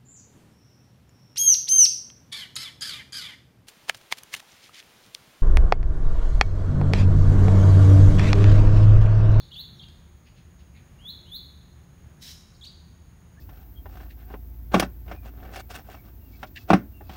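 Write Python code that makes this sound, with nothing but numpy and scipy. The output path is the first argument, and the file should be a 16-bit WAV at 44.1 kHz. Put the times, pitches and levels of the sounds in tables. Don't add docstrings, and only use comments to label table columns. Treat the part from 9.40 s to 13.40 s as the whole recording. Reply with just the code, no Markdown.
import sys
import numpy as np
from scipy import signal
from scipy.fft import rfft, irfft
from scipy.io import wavfile

SR = 44100
rng = np.random.default_rng(int(sys.argv[2]) if len(sys.argv) > 2 else 0)


def to_wav(s):
    ch = np.atleast_2d(s).T
    pcm = np.round(np.clip(ch, -1, 1) * 32767)
    wavfile.write(sys.argv[1], SR, pcm.astype(np.int16))


N = 176400
LEAD_S = .25


def amp(db):
    return 10 ** (np.asarray(db) / 20)


def unit(x):
    return x / np.sqrt(np.mean(x ** 2) + 1e-20)


def read(points, hz):
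    f, value = np.transpose(points)
    return np.interp(np.log(hz + 1), np.log(f + 1), value)


def noise(size, shape):
    spectrum = rfft(rng.standard_normal(size))
    return unit(irfft(spectrum * shape(np.fft.rfftfreq(size, 1 / SR)), size))


def band(size, hz, width):
    return noise(size, lambda f: np.exp(-.5 * ((f - hz) / width) ** 2))


def wander(size, rate_hz):
    return noise(max(size, SR), lambda f: np.exp(-(f / rate_hz) ** 2))[:size]


def edges(t, length, edge_s):
    return np.sin(np.pi / 2 * np.clip(np.minimum(t, length - t) / edge_s, 0, 1)) ** 2


def phase_of(hz):
    return 2 * np.pi * np.cumsum(hz) / SR


def flutter(phase, radians):
    return np.sin(phase + radians * wander(len(phase), 500))


def background():
    # (frequency [Hz], relative spectral level [dB])
    air_spectrum = [(12, -31), (24, -38), (40, -5), (77, -4), (130, -5), (190, -11), (300, -21), (500, -27),
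                    (800, -28.5), (1700, -31.5), (2800, -36.5), (4200, -41.5), (5500, -43.5), (7730, -50),
                    (9500, -44), (16000, -51)]
    # (centre [Hz], width [Hz], level [dB])
    hums = [(73.1, 4.9, -55), (169.4, 7.5, -64), (354.3, 5.1, -74.5)]
    insects = [(6628, 240, -72), (9150, 420, -81), (13450, 150, -84), (15530, 120, -81)]
    air = noise(N, lambda f: amp(read(air_spectrum, f)))
    air *= amp(-51.5 + .88 * wander(N, rate_hz=2))
    return air + sum(amp(db) * band(N, hz, width) for hz, width, db in hums + insects)


def whistles():
    # (start [s], length [s], peak level [dB], opening re peak [dB],
    # swell time [share of length], pitch [ratio], overtone boost [dB])
    notes = [(-.19, 0.11, -37, -8, 0.43, 1.056, 2), (.108, 0.11, -37, -11, 0.48, 1.026, 3),
             (1.585, .128, -37, -18, 0.52, .995, 0.5), (1.855, .118, -36, -18, 0.52, 1.02, 5.5)]
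    # (time [share of length], frequency before the note's ratio [Hz])
    glide = [(0, 2775), (.14, 2950), (.3, 3230), (.58, 3366), (.72, 3545), (.84, 3917), (.91, 4076),
             (1, 4470)]
    # (harmonic [number], relative level in the flick [dB], before the flick [dB])
    overtones = [(2, -40.5, -48), (3, -19.5, -32.5), (4, -13, -29)]
    opening_db_per_s, swell_s = 68, .0024
    flick_at, flick_rise_s = .76, .0026
    for start, length, db, soft_db, swell_at, ratio, bright_db in notes:
        t = np.arange(0, length, 1 / SR)
        hz = ratio * np.interp(t / length, *np.transpose(glide))
        phase = phase_of(hz * (1 + .0087 * wander(len(t), 300)))
        flick = 1 / (1 + np.exp((flick_at * length - t) / flick_rise_s))
        upper = sum(amp(bright_db + before + (during - before) * flick) * flutter(round(k) * phase, 1)
                    for k, during, before in overtones)
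        opening_db = soft_db + opening_db_per_s * (t - swell_at * length / 2)
        held_db = opening_db / (1 + np.exp((t - swell_at * length) / swell_s))
        voice = amp(held_db + 2 * (flick - 1)) * np.sin(phase) + amp(.93 * held_db) * upper
        yield start, np.sqrt(2) * amp(db) * edges(t, length, .0063) * voice


def far_calls():
    # (start [s], length [s], first pitch [Hz], last pitch [Hz], level [dB])
    calls = [(0.014, 0.038, 5700, 5150, -69), (.355, .045, 6000, 5100, -70),
             (3.966, 0.051, 1560, 2020, -58), (3.905, .06, 14900, 15400, -75)]
    for start, length, from_hz, to_hz, db in calls:
        t = np.arange(0, length, 1 / SR)
        phase = phase_of(from_hz + (to_hz - from_hz) * t / length)
        yield start, np.sqrt(2) * amp(db) * edges(t, length, .0081) * np.sin(phase)


def chirps():
    # (start [s], length [s], first pitch [Hz], dip [Hz], last pitch [Hz], mid-note level [dB],
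    # growth over the note [dB], roughness [0-1], second harmonic re fundamental [dB])
    notes = [(0.116, .035, 4220, 3250, 4560, -44.5, -2, 0.1, -29),
             (.152, .02, 3690, 2780, 3560, -48, 16, 0.3, -20),
             (.394, .037, 4230, 3200, 4630, -47.5, -11, 0, -40),
             (0.43, 0.015, 3330, 2843, 3780, -49.5, 17, 0.4, -34),
             (3.21, 0.039, 4200, 3300, 4475, -46, 9, 0.13, -18),
             (3.247, 0.0129, 4210, 2920, 3120, -51.5, -3, .9, -1.5),
             (3.254, .025, 3490, 3760, 4780, -44, 12, 0.06, -25)]
    dip_at, scoop_bend, jitter = .261, 1.45, .12
    for start, length, first_hz, dip_hz, last_hz, db, growth_db, rough, overtone_db in notes:
        t = np.arange(0, length, 1 / SR)
        progress = t / length
        fall = np.maximum(1 - progress / dip_at, 0) ** 2
        after_dip = np.maximum((progress - dip_at) / (1 - dip_at), 0)
        rise = np.sin(np.pi / 2 * after_dip ** scoop_bend) ** 2
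        hz = dip_hz + (first_hz - dip_hz) * fall + (last_hz - dip_hz) * rise
        phase = phase_of(hz * (1 + jitter * rough * wander(len(t), 1650)))
        upper = flutter(2 * phase, 1.6) + amp(-8.5) * flutter(4 * phase, 1.9)
        envelope = np.sqrt(2) * amp(db + growth_db * (progress - .5)) * edges(t, length, .0022)
        yield start, envelope * (np.sin(phase) + amp(overtone_db) * upper)


def tick():
    start, decay_s = .486, .00059
    t = np.arange(256) / SR
    yield start, amp(-44) * np.exp(-t / decay_s) * noise(len(t), lambda f: 1 / (1 + (f / 4500) ** 2))


def rustles():
    # (peak time [s], half length [s], centre [Hz], width [octaves], level [dB])
    puffs = [(.872, 0.01, 2360, 0.36, -59), (0.875, .018, 4420, 0.25, -65),
             (0.982, .015, 2970, 0.56, -60.5), (1.204, 0.013, 3300, 0.52, -63),
             (1.367, 0.018, 2280, 0.21, -59), (1.369, 0.014, 3780, 0.23, -64.5),
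             (3.156, 0.016, 4500, 0.17, -64)]
    t = np.arange(-.06, .06, 1 / SR)
    for peak_s, half_s, centre_hz, octaves, db in puffs:
        hiss = noise(len(t), lambda f: np.exp(-.5 * (np.log2((f + 1) / centre_hz) / octaves) ** 2))
        grainy = unit(hiss * amp(3 * wander(len(t), 300)))
        yield peak_s + t[0], amp(db) * np.exp(-.5 * (t / half_s) ** 2) * grainy


def rasp():
    # (time [s], level [dB])
    envelope = [(2.8, -69), (2.814, -54), (2.826, -42), (2.86, -46), (2.878, -43), (2.908, -44),
                (2.918, -44), (2.94, -80)]
    # (frequency [Hz], relative spectral level [dB])
    colour = [(700, -40), (1300, -18), (1800, -11), (2600, -10), (3200, -5), (4400, -6), (6000, -6),
              (7500, -12.5), (11000, -17), (15500, -13.5)]
    # (centre [Hz], width [Hz], mid-call level re hiss [dB], growth re hiss [dB/s])
    throat = [(3900, 120, -7, -32), (5420, 240, -6.5, 77)]
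    times, db = np.transpose(envelope)
    t = np.arange(times[0], times[-1], 1 / SR)
    hiss = noise(len(t), lambda f: amp(read(colour, f)))
    formants = sum(amp(ring_db + growth * (t - t.mean())) * band(len(t), hz, width)
                   for hz, width, ring_db, growth in throat)
    flicker = amp(.5 * wander(len(t), 200))
    yield times[0], unit((hiss + formants) * flicker) * amp(np.interp(t, times, db))


def trees(x, wet_db):
    # (delay [s], gain [ratio])
    echoes = [(.0045, 0.14), (.0125, 0.31), (.019, 0.19), (.03, 0.18)]
    # (frequency [Hz], time to fall 60 dB [s])
    decay_times = [(1500, 0.56), (4000, 0.69), (6000, 0.8), (11000, 0.76), (16000, 0.38)]
    near_db, near_t60_s, late_db, late_t60_s = -9.5, .24, -17.5, 1.8
    arrivals_per_s, build_up_s = 4000, .0044
    t = np.arange(SR) / SR
    arrivals = rng.choice([-1., 1.], SR) * (rng.random(SR) < arrivals_per_s / SR)
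    hz, age, spectra = signal.stft(arrivals, SR, nperseg=256)
    main = amp(-60 * age / read(decay_times, hz)[:, None])
    late = amp(late_db - 60 * age / late_t60_s) / (1 + (hz[:, None] / 7000) ** 4)
    near = amp(near_db - 60 * age / near_t60_s)
    tail = signal.istft(spectra * (main + late + near), SR, nperseg=256)[1][:SR]
    tail *= np.minimum(t / build_up_s, 1)
    response = amp(wet_db) * tail / np.linalg.norm(tail)
    response[0] += 1
    for delay, gain in echoes:
        response[round(delay * SR)] += gain
    return signal.fftconvolve(x, response)[:len(x)]


def track(*events):
    mix = np.zeros(N + round(LEAD_S * SR))
    for start, sound in events:
        part = mix[max(round((start + LEAD_S) * SR), 0):][:len(sound)]
        part += sound[:len(part)]
    return mix


def scene():
    glides = track(*whistles(), *far_calls())
    scoops = track(*chirps())
    noises = track(*rasp(), *tick(), *rustles())
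    heard = trees(glides, wet_db=-4) + trees(scoops, wet_db=-4.5) + trees(noises, wet_db=-2.5)
    return (heard[-N:] * amp(-3) + background())[None]


def record(dry):
    cutoff_hz = 15740
    low_pass = signal.firwin(801, cutoff_hz, window=("kaiser", 8), fs=SR)
    return signal.oaconvolve(dry, low_pass[None], "same")


dry = scene()
out = record(dry)
to_wav(out)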